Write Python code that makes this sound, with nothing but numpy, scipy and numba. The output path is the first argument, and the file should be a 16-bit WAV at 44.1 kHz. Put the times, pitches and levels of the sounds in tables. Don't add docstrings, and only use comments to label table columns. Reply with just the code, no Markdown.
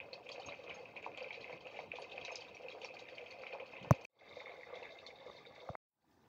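import sys
import numpy as np
from scipy import signal
from scipy.fft import rfft, irfft
from scipy.io import wavfile
from scipy.ndimage import uniform_filter1d
from numba import njit

SR = 44100
rng = np.random.default_rng(int(sys.argv[2]) if len(sys.argv) > 2 else 0)


def gain_from_db(level_db):
    decades = np.asarray(level_db, float) / 20
    return 10 ** decades


def inscribe(sig):
    pcm = np.round(np.clip(np.atleast_2d(sig).T, -1, 1) * 32767)
    wavfile.write(sys.argv[1], SR, pcm.astype(np.int16))


N = 276930


def level(x):
    return x / np.sqrt(np.mean(x ** 2))


@njit
def ring(start, hz, t60, rise, glide, size):
    out = np.zeros(N)
    for k in range(len(start)):
        first, phasor, swell = int(start[k] * SR), size[k] + 0j, 1.
        turn = np.exp(2j * np.pi * hz[k] / SR - np.log(1000) / (t60[k] * SR))
        bend = np.exp(2j * np.pi * glide[k] * (hz[k] / SR) ** 2)
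        lag = np.exp(-1 / (rise[k] * SR))
        for j in range(max(first, 0), min(first + int(1.5 * t60[k] * SR), N)):
            phasor = phasor * turn
            turn = turn * bend
            swell = swell * lag
            out[j] += phasor.imag * (1 - swell) ** 2
    return out


def struck(start, peak_db, hz, t60, rise, glide):
    fall = t60 / np.log(1000)
    top = rise * np.log(1 + 2 * fall / rise)
    size = gain_from_db(peak_db) * np.exp(top / fall) * (1 + rise / fall / 2) ** 2
    return ring(start, hz, t60, rise, glide, size)


def walk(rate):
    hold = int(SR / rate)
    steps = np.repeat(rng.standard_normal(N // hold + 1), hold)
    return level(uniform_filter1d(uniform_filter1d(steps, hold), hold)[:N])


def band(x, lo_hz, hi_hz):
    return signal.sosfilt(signal.butter(4, [lo_hz, hi_hz], "bandpass", fs=SR, output="sos"), x)


def coloured(points):
    hz, db = np.transpose(points)
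    f = np.fft.rfftfreq(N, 1 / SR) + 1
    gain = gain_from_db(np.interp(np.log(f), np.log(hz), db))
    return level(irfft(rfft(rng.standard_normal(N)) * gain, N))


# frequency in Hz, width in Hz, level in dB.
BOWL_MODES = [
    [(352, 120, -18.5), (540, 125, 3.5), (723, 120, -1.5), (1013, 252, -7), (2100, 50, -5),
     (2490, 231, -0.5), (3170, 47, -11), (3850, 250, -14), (4490, 220, -11), (5250, 520, -19),
     (6400, 600, -22)],
    [(340, 340, -38.5), (535, 110, 1), (716, 306, -4.5), (1106, 104, -7), (1703, 31, -10), (2140, 110, -.5),
     (2400, 88, -8), (2640, 56, -9), (3160, 660, -48), (3690, 220, -7), (4476, 290, -12), (5360, 1600, -24),
     (6400, 1300, -29)],
    [(341, 180, -37), (772, 340, 3), (1490, 590, -17), (2400, 880, -19.5), (3700, 330, -14),
     (4550, 840, -12), (6040, 1500, -14)],
]


def bowl(modes):
    f = np.fft.rfftfreq(4096, 1 / SR) + 1
    power = sum(gain_from_db(db) ** 2 / (1 + np.abs((f - hz ** 2 / f) / width) ** 2.426) for hz, width, db in modes)
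    power = power / (1 + (f / 7000) ** 10)
    cepstrum = irfft(np.log(power))
    cepstrum[0] /= 2
    cepstrum[len(f):] = 0
    return irfft(np.exp(rfft(cepstrum)))


def kitchen(x):
    t60_s, tail_db, rim_s, rim_db = .11, -8.5, .005, -25
    t = np.arange(SR // 4) / SR
    tail = rng.standard_normal(len(t)) * 1000 ** (-t / t60_s) * (t > .002)
    tail *= gain_from_db(tail_db) / np.sqrt(np.sum(tail ** 2))
    tail[0] = 1
    tail[int(rim_s * SR)] += gain_from_db(rim_db)
    return signal.fftconvolve(x, tail)[:N]


def froth(lo_hz, hi_hz, cycles, spread_db, surge_db, steam_db, count):
    when, pitch, size, life = rng.random((4, count))
    hz = lo_hz * (hi_hz / lo_hz) ** pitch
    t60 = cycles * (0.29 + 2 * life ** 2) / hz
    size_db = spread_db * np.minimum(-np.log(size), 4)
    size_gain = gain_from_db(size_db) * np.sqrt(1 / t60)
    grains = ring(when * N / SR, hz, t60, t60 / 8, np.full(count, .002), size_gain)
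    steam = level(band(rng.standard_normal(N), lo_hz, hi_hz))
    surge = gain_from_db(surge_db * walk(22.28) + 1.3 * walk(7))
    return kitchen((level(grains) + gain_from_db(steam_db) * steam) * surge)


def bursts(table, cycles, rise_share, spray_s, spray_octaves, spray_db):
    start, peak_db, hz = np.transpose(table)
    rise = rise_share * cycles / hz
    tone = struck(start, peak_db, hz, cycles / hz, rise, 0 * hz)
    wait, pitch, size = np.moveaxis(rng.random((len(hz), 10, 3)), 2, 0)
    wait = wait ** 1.5 + 0.092
    drop_start = (start[:, None] + spray_s * wait).ravel()
    drop_hz = np.minimum(hz[:, None] * 2 ** (spray_octaves * (2 * pitch - 1)), 9000).ravel()
    drop_db = (peak_db[:, None] + spray_db - 18 * wait - 8 * size).ravel()
    life = (6 + 45 * size.ravel() ** 3) / drop_hz
    spray = struck(drop_start, drop_db, drop_hz, life, life / 12, 0 * life)
    snap = struck(start + rise, peak_db + 1.5, hz, 2.9 / hz, 0.22 / hz, 0 * hz)
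    return kitchen(tone), kitchen(spray + snap)


def stirred(table, share):
    lead_s, rise_s, settle_s, full_db = .006, .004, .026, -46
    start, peak_db, _ = np.transpose(table)
    at = (np.maximum(start - lead_s, 0) * SR).astype(int)
    kicks = np.bincount(at, np.minimum(gain_from_db(peak_db - full_db), 2), N)
    t = np.arange(SR // 4) / SR
    swell = np.exp(-t / settle_s) - np.exp(-t / rise_s)
    return 1 + share * signal.fftconvolve(kicks, swell)[:N]


# time in seconds, level in dB.
BOIL = [(0, -57), (.2, -64.5), (.3, -58), (.75, -56), (.92, -61), (1.2, -57), (1.5, -56.5), (1.63, -61.5),
        (1.77, -51), (1.86, -61.5), (1.97, -55.5), (2.5, -58.5), (3.86, -57), (4.33, -55), (4.45, -56),
        (4.8, -53), (5.1, -57), (5.66, -57)]


def boil_db(t, share):
    swing = np.interp(t, *np.transpose(BOIL))
    return swing.mean() + share * (swing - swing.mean())


def gurgling():
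    return froth(250, 1620, 20.5, spread_db=3.0, surge_db=1.3, steam_db=-3.5, count=2000)


def sputtering():
    return froth(1500, 3500, 28.0, spread_db=3.0, surge_db=1.4, steam_db=-7, count=3500)


def spitting():
    return froth(3000, 7200, 60.0, spread_db=2.2, surge_db=1.8, steam_db=-3, count=4000)


def crackling():
    return froth(550, 6500, 4.3, spread_db=2.4, surge_db=3.0, steam_db=-11.5, count=2500)


def fizzing():
    return froth(2800, 7800, 100.0, spread_db=3.0, surge_db=-1.0, steam_db=-2.5, count=5000)


# frequency in Hz, level in dB per Hz.
RUMBLE = [(12, -63), (20, -32.5), (22, -27), (97, -2.5), (173, -4), (285, -3.5), (323, -2), (400, -7),
          (520, -26), (880, -120)]
# time in seconds, swell in dB.
GRIPS = [(.05, 1.5), (.48, 12), (.95, 8), (1.11, 6.5), (1.55, 10.5), (1.89, 9), (2.22, 6), (3.55, 3.5),
         (3.82, 8.5), (3.87, 11.5), (4.34, 7), (4.8, 5), (.72, 6), (1.42, 6)]


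def burner_rumble(t):
    grip_s, sink_db_s = 0.028, 0.5
    grip_db = sum(db * np.exp(-((t - s) / grip_s) ** 2) for s, db in GRIPS)
    return coloured(RUMBLE) * gain_from_db(1.6 * walk(22) - sink_db_s * np.clip(t - 2, -1, 3) + grip_db)


# frequency in Hz, level in dB.
HISS = [(6000, -30), (7500, 0), (8500, -6), (13000, -7), (14200, -2), (15000, 1), (15700, 1), (15900, -30)]


def microphone_hiss():
    return coloured(HISS) * gain_from_db(.6 * walk(18))


# start in seconds, peak in dB, pitch in Hz.
BUBBLE_POPS = [(0.1306, -46, 2490), (0.267, -45.5, 2640), (0.2892, -40, 2490), (0.359, -43, 2550),
               (0.4726, -47, 2530), (0.4868, -43.5, 2490), (0.5232, -39.5, 2380), (0.679, -46.5, 2500),
               (0.71, -49, 2170), (0.709, -38.5, 2450), (0.856, -42, 2520), (0.9636, -39, 2610),
               (0.9641, -36.5, 2454), (1.0273, -44, 2480), (1.0431, -40.5, 2340), (1.117, -47, 2450),
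               (1.148, -50, 2600), (1.174, -41, 2570), (1.2045, -40.5, 2540), (1.244, -38.5, 2450),
               (1.2874, -51, 2540), (1.3062, -35, 2300), (1.3422, -38.5, 2400), (1.358, -48, 2270),
               (1.4433, -45, 2580), (1.4432, -43.5, 2340), (1.527, -41.5, 2260), (1.6546, -46, 2600),
               (1.6698, -40, 2640), (1.73, -70, 2600), (1.76, -55, 2470), (1.7893, -40, 2210),
               (1.917, -31.5, 2490), (2.162, -62, 2330), (2.1789, -50, 3040), (2.1792, -34, 2520),
               (2.25, -41.5, 2550), (2.281, -37, 2560), (2.28, -37, 2490), (2.3464, -44, 2360),
               (2.422, -50, 2490), (2.6346, -48.5, 2620), (2.6844, -40.5, 2640), (2.816, -44, 2700),
               (2.8461, -37.5, 2490), (2.8888, -44, 2490), (2.9682, -42.5, 2420), (3.0525, -61, 2510),
               (3.0872, -51, 1840), (3.0866, -45.5, 2590), (3.182, -39, 2460), (3.26, -49, 2450),
               (3.3102, -46.5, 2490), (3.4351, -44, 2220), (3.4673, -37.5, 2360), (3.521, -52, 2330),
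               (3.527, -41.5, 2560), (3.5993, -38.5, 2400), (3.726, -59, 2400), (3.767, -43.5, 2490),
               (4.2108, -48, 2100), (4.2677, -65, 2200), (4.3989, -55, 2370), (4.4029, -41.5, 2140),
             (4.4587, -44, 2100), (4.4792, -44, 2160), (4.5181, -48, 2350), (4.6089, -49, 2250),
             (4.6323, -43, 2030), (4.7296, -52, 2140), (4.7451, -48, 2100), (4.7785, -57, 2030),
             (4.8309, -45.5, 2640), (4.8543, -43.5, 2086), (4.9516, -69, 2110), (4.9741, -62, 2170),
             (4.987, -48.5, 2640), (5.0639, -49.5, 2140), (5.1048, -46, 2210), (5.2026, -68, 2140),
             (5.2195, -58, 2150), (5.2973, -56, 2040), (5.4525, -49.5, 2210), (5.4999, -65, 2060),
             (5.5228, -60, 2030), (5.5408, -56, 2150), (5.5612, -59, 1860), (5.5612, -48.5, 2100),
               (.001, -36.5, 2480), (0.046, -65, 2500), (0.973, -38, 2530), (1.498, -45, 2560),
             (2.325, -53, 2440), (2.568, -42.5, 2420), (3.325, -49, 2400), (3.9267, -40, 2490),
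             (4.05, -38.5, 2470), (4.494, -44.5, 2153), (5.7516, -44.5, 2110)]
POPS = BUBBLE_POPS


def pops():
    return bursts(POPS, 13.0, 0.96, 0.03, 0.29, -5.0)


# start in seconds, peak in dB, pitch
# in Hz.
BUBBLE_SPITS = [(0.063, -65, 4560), (0.1306, -40, 4270), (0.2914, -53, 3600), (0.3173, -40, 4580),
                (0.398, -50.5, 4400), (0.431, -52, 3720), (0.4911, -44.5, 3880), (0.6376, -57, 3690),
                (0.6952, -66, 3820), (0.9587, -59.5, 4060), (1.053, -61, 3700), (1.175, -49, 3360),
                (1.2264, -48.5, 4650), (1.284, -64, 4400), (1.3274, -52, 3850), (1.343, -47.5, 3900),
                (1.4134, -48.5, 4150), (1.5274, -57, 4400), (1.6077, -58, 4560), (1.806, -57, 3730),
                (1.954, -49.5, 3500), (2.019, -51, 4560), (2.097, -56, 3700), (2.118, -47, 3670),
                (2.1595, -60, 3700), (2.21, -60, 3820), (2.2492, -39, 3890), (2.357, -36, 5130),
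                (2.4067, -46.5, 4550), (2.4837, -53, 3720), (2.685, -55.5, 4300), (2.701, -46.5, 3900),
                (2.8163, -55, 3400), (2.832, -50.5, 3620), (2.8465, -44.5, 5480), (2.9932, -50, 3840),
                (3.0855, -53, 3690), (3.1517, -53, 4500), (3.3095, -48.5, 4380), (3.388, -59, 4380),
                (3.4181, -56, 4600), (3.5316, -54, 4340), (3.659, -60, 4300), (3.677, -60, 4430),
                (3.7958, -58.5, 3730),
                (0.2904, -46, 3290), (0.4184, -48.5, 3020), (0.6952, -44, 3000), (0.965, -54, 3170),
         (1.175, -44.5, 3170), (1.283, -61, 3050), (1.328, -49, 3200), (1.4097, -53, 3160),
         (1.6058, -55, 3180), (2.0183, -50, 3170), (2.1, -63, 3170), (2.1153, -50, 3200),
         (2.161, -51, 3120), (2.213, -45.5, 3210), (2.4191, -47.5, 3080), (2.716, -47.5, 3290),
         (2.819, -51, 2980), (2.832, -53, 3180), (3.1806, -48.5, 3060), (3.2622, -50, 3160),
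         (3.466, -47, 2950), (3.5282, -53, 3100), (3.601, -51.5, 3050), (3.797, -56, 3040),
         (3.827, -53, 3160),
                (4.1892, -52, 3500), (4.2925, -55.5, 3840), (4.3259, -55, 3670), (4.3594, -53.5, 3850),
              (4.3953, -58, 3860), (4.4077, -51.5, 3690), (4.5075, -59, 3800), (4.5838, -72, 3530),
              (4.6422, -72, 3620), (4.7415, -55, 3800), (4.754, -52, 3400), (4.8258, -57, 3950),
              (4.9066, -52.5, 3840), (4.9884, -51, 3730), (5.0643, -43, 4340), (5.1575, -53, 3740),
              (5.185, -62, 3540), (5.2029, -54, 3570), (5.2718, -59, 3530), (5.3137, -52.5, 3630),
              (5.3666, -51.5, 4230), (5.4633, -51, 3690), (5.5472, -67, 3800), (5.6025, -51.5, 3600)]
SPITS = BUBBLE_SPITS


def spits():
    return bursts(SPITS, 24.0, 0.84, 0.043, 0.52, 15.0)


# start in seconds, peak in dB,
# pitch in Hz.
BUBBLE_GLUGS = [(0.129, -43.5, 550), (0.258, -49, 514), (0.296, -63, 506), (0.344, -46, 560),
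                (0.38, -43, 543), (0.466, -51, 750), (0.522, -52, 562), (0.595, -50.5, 522),
                (0.639, -46, 486), (0.682, -45.5, 477), (0.964, -56, 503), (1.032, -59, 575),
                (1.063, -33, 941), (1.181, -47.5, 640), (1.214, -49.5, 535), (1.266, -50, 600),
                (1.342, -68, 513), (1.376, -53, 584), (1.499, -45, 525), (1.659, -44, 565),
                (1.728, -49.5, 540), (1.789, -37, 730), (1.836, -48, 552), (1.935, -42, 570),
                (2.118, -57, 500), (2.142, -47, 590), (2.178, -42.5, 697), (2.287, -51.5, 610),
                (2.324, -57, 530), (2.345, -47.5, 467), (2.467, -71, 600), (2.512, -49.5, 524),
                (2.595, -48.5, 455), (2.645, -43, 502), (2.747, -69, 509), (2.783, -50, 766),
                (2.817, -48, 745), (2.846, -63, 530), (2.944, -49.5, 660), (3.016, -47, 535),
                (3.119, -50.5, 526), (3.194, -45.5, 606), (3.228, -49.5, 504), (3.347, -51, 537),
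                (3.532, -40, 536), (3.602, -41.5, 503), (3.736, -55, 526.6), (3.757, -54, 564),
                (3.814, -61, 605), (3.846, -41.5, 886),
                (4.216, -48.5, 693), (4.307, -61, 523), (4.368, -43, 555), (4.438, -53, 517),
              (4.493, -47.5, 516), (4.576, -50.5, 560), (4.668, -50, 527), (4.689, -49, 553),
              (4.727, -45.5, 522), (4.818, -46, 526), (4.934, -50.5, 520), (4.955, -59, 500),
              (5.025, -52, 514), (5.086, -53, 522), (5.191, -74, 544), (5.223, -57, 540), (5.262, -43, 535),
              (5.297, -49.5, 540), (5.389, -70, 496), (5.509, -53, 634), (5.612, -54, 585),
              (5.63, -51, 620),
                (0.198, -54, 960), (0.298, -48.5, 1030), (0.486, -42.5, 1120), (0.958, -49.5, 960),
         (1.219, -52, 1160), (1.288, -63, 910), (1.985, -40.5, 915), (2.306, -44, 960),
         (2.749, -50.5, 1070), (2.846, -45, 925), (3.435, -48.5, 1350), (3.549, -41, 910),
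         (3.619, -44.5, 840), (4.417, -45.5, 1000), (4.469, -50, 1160), (5.21, -53.5, 910),
         (5.298, -47, 1090)]
GLUGS = BUBBLE_GLUGS


def glugs():
    return bursts(GLUGS, 8.5, .4, .05, .7, -6.0)


# start in seconds, peak in dB.
SPLASHES = [(0.1324, -54), (0.2399, -60.5), (0.2902, -56), (0.3187, -51), (0.3975, -55.5), (0.4633, -55),
            (0.6315, -56.5), (0.6978, -63), (0.7412, -59), (1.0271, -64), (1.051, -59.5), (1.1747, -59),
            (1.2266, -56), (1.2945, -63), (1.3219, -60), (1.4137, -58), (1.6082, -59), (1.6681, -66),
            (1.7045, -63), (1.7933, -66), (1.8243, -61), (1.9545, -51), (2.0193, -53), (2.1156, -55),
            (2.1794, -65), (2.2493, -52), (2.2932, -58), (2.3179, -55), (2.356, -40), (2.4059, -56),
            (2.5438, -55), (2.614, -60), (2.6848, -61), (2.817, -53.5), (2.8464, -49.5), (2.9377, -57.5),
            (2.988, -49.5), (3.0859, -58), (3.1497, -58), (3.3089, -57), (3.3867, -64), (3.4181, -58.5),
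            (3.5309, -65), (3.6586, -60), (3.711, -59), (3.8272, -59), (3.9083, -36), (3.9424, -57),
            (4.0078, -55.5), (4.0497, -50), (4.7506, -55), (4.9152, -56.5), (5.064, -48), (5.2589, -59),
            (5.5468, -60.5), (5.6885, -59.5)]


def splashes():
    rise_s, top_db = .0035, -48
    start, peak_db = np.transpose(SPLASHES)
    kicks = np.bincount((start * SR).astype(int), gain_from_db(np.minimum(peak_db, top_db)), N)
    t = np.arange(SR // 4) / SR

    def envelope(t60_s):
        return signal.fftconvolve(kicks, 1000. ** (-t / t60_s) * (1 - np.exp(-t / rise_s)))[:N]

    swell = envelope(.14) * gain_from_db(-4.5)
    click = envelope(.005) * gain_from_db(-11.5) * rng.standard_normal(N)
    return swell, band(click, 3500, 8000)


# start in seconds, peak in dB, pitch in Hz.
WHISTLES = [(.283, -77, 8100), (.458, -53, 6460), (.458, -69, 5300), (.458, -66, 5670), (.458, -87, 7940),
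            (.742, -61.5, 6490), (.742, -66, 5270), (1.993, -73.5, 9110), (2.317, -60, 6400),
            (2.317, -58, 5250), (2.546, -63, 5686)]


def whistles():
    start, peak_db, hz = np.transpose(WHISTLES)
    return kitchen(struck(start, peak_db, hz, 0.045 + 0 * hz, 0.0063 + 0 * hz, 0 * hz))


# start in seconds, peak in dB,
# pitch in Hz.
SQUEAKS = [(0.2908, -57, 6630), (0.4628, -63, 6400), (0.7437, -64, 6400), (1.0276, -62, 6800),
           (1.1747, -57, 6900), (1.6681, -66, 6650), (2.0196, -57.5, 6540), (2.25, -44, 5970),
           (2.3176, -54, 6500), (2.356, -39.5, 6120), (2.548, -59, 5700), (2.8175, -59, 6200),
           (2.8465, -56, 5550), (3.3096, -60, 6400), (3.829, -61, 6450), (4.049, -51, 5960)]


def squeaks():
    return bursts(SQUEAKS, 30.0, 0.072, 0.044, .1, 6.7)


# start in seconds, peak in dB, pitch in Hz, T60 in seconds, rise in seconds.
THUDS = [
    (3.9073, -15.5, 143, .021, .03),
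    (3.812, -48, 170, .03, .004),
    (3.83, -50, 230, .03, .004),
    (3.868, -50, 160, .03, .005),
    (5.743, -49, 870, 0.012, .004),
    (5.7522, -29, 910, 0.0027, 0.00094),
]
# start in seconds, peak in dB, pitch in Hz, T60 in seconds, glide per cycle.
RAPS = [(3.9090, -13, 917, 0.0065, 0.06), (3.9103, -18.5, 625, 0.014, -0.02), (3.9205, -37.5, 100, .03, 0),
        (3.911, -27.5, 250, 0.05, 0.0092), (5.699, -36.5, 133, 0.026, -0.11),
        (5.6895, -37, 1060, 0.016, 0.027), (5.6915, -32.5, 690, 0.021, -0.019),
        (3.9088, -30.5, 6000, .005, 0), (3.9087, -45.5, 12000, .004, 0), (3.9087, -39, 14800, .009, 0.0092),
        (3.9095, -33, 1300, .012, 0)]


def knocks():
    thuds = struck(*np.transpose(THUDS), np.full(len(THUDS), -.1))
    start, peak_db, hz, t60, glide = np.transpose(RAPS)
    return thuds + struck(start, peak_db, hz, t60, np.maximum(.18 / hz, .0001), glide)


# start in seconds,
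# peak in dB.
JOLTS = [
    (3.909, -55),
    (3.9235, -70),
    (4.043, -68),
    (5.6885, -76),
]


def capsule_rattle(t):
    t60_s = .025
    jolts = sum(gain_from_db(db) * (t >= s) * 1000. ** -np.clip((t - s) / t60_s, 0, 9) for s, db in JOLTS)
    return level(band(rng.standard_normal(N), 5000, 15500)) * jolts


# start in seconds, end in seconds.
SHOTS = [
    (0, 4.054),
    (4.098, 5.756),
    (5.887, 6.28),
]
# gurgle in dB, sputter in dB, spit in dB, crackle in dB, rumble level in dB.
MIX = [
    (0, -4.5, -18.5, -13, -70),
    (-3, -10, -14, -17, -71),
    (-18.5, -27.5, -29, -30, -74.5),
]


def scene():
    t = np.arange(N) / SR
    froths = [gurgling(), sputtering(), spitting(), crackling(), fizzing()]
    rumble, hiss = burner_rumble(t), microphone_hiss()
    tones, spray = np.sum([pops(), spits(), glugs(), squeaks()], axis=0)
    swell, clicks = splashes()
    tones += whistles() + knocks()
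    rattle = capsule_rattle(t)
    drive_db = [boil_db(t, share) for share in (0.93, 1, 0.74, 1)]
    churn = [stirred(GLUGS, 0.79), stirred(POPS, 0.8), stirred(SPITS + SQUEAKS, 1.8)]
    churn.append(churn[1])
    out = np.zeros(N)
    for (t0, t1), (*mix, rumble_db), fade_s, modes in zip(SHOTS, MIX, [.002, .17, .22], BOWL_MODES):
        inside = signal.fftconvolve([*froths, spray], bowl(modes)[None], axes=1)[:, :N]
        *crowd, wet, drops = inside
        bed = rumble * gain_from_db(rumble_db)
        for x, stir, drive, db in zip(crowd, churn, drive_db, mix):
            bed = bed + level(x) * stir * gain_from_db(drive + db)
        fade = np.clip((t - t0) / fade_s, 0, 1)
        sound = bed + drops + tones + level(wet) * swell + clicks + rattle
        sound = sound * (fade ** 2.5 + gain_from_db(-34))
        sound += hiss * gain_from_db(-94.5) * (fade ** 2.7 + 0.32)
        gate = uniform_filter1d(1. 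* ((t >= t0) & (t < t1)), size=44)
        gate += gain_from_db(-47) * ((t >= t1) & (t < t1 + .013))
        out += sound * gate
    return out[None]


def roll_off(x):
    return signal.sosfilt(signal.butter(12, 16740, fs=SR, output="sos"), x)


def record(dry):
    heard = signal.sosfilt(signal.butter(3, 52, "highpass", fs=SR, output="sos"), dry)
    heard = signal.sosfilt(signal.butter(8, 16300, fs=SR, output="sos"), heard)
    return roll_off(heard)


dry = scene()
out = record(dry)
inscribe(out)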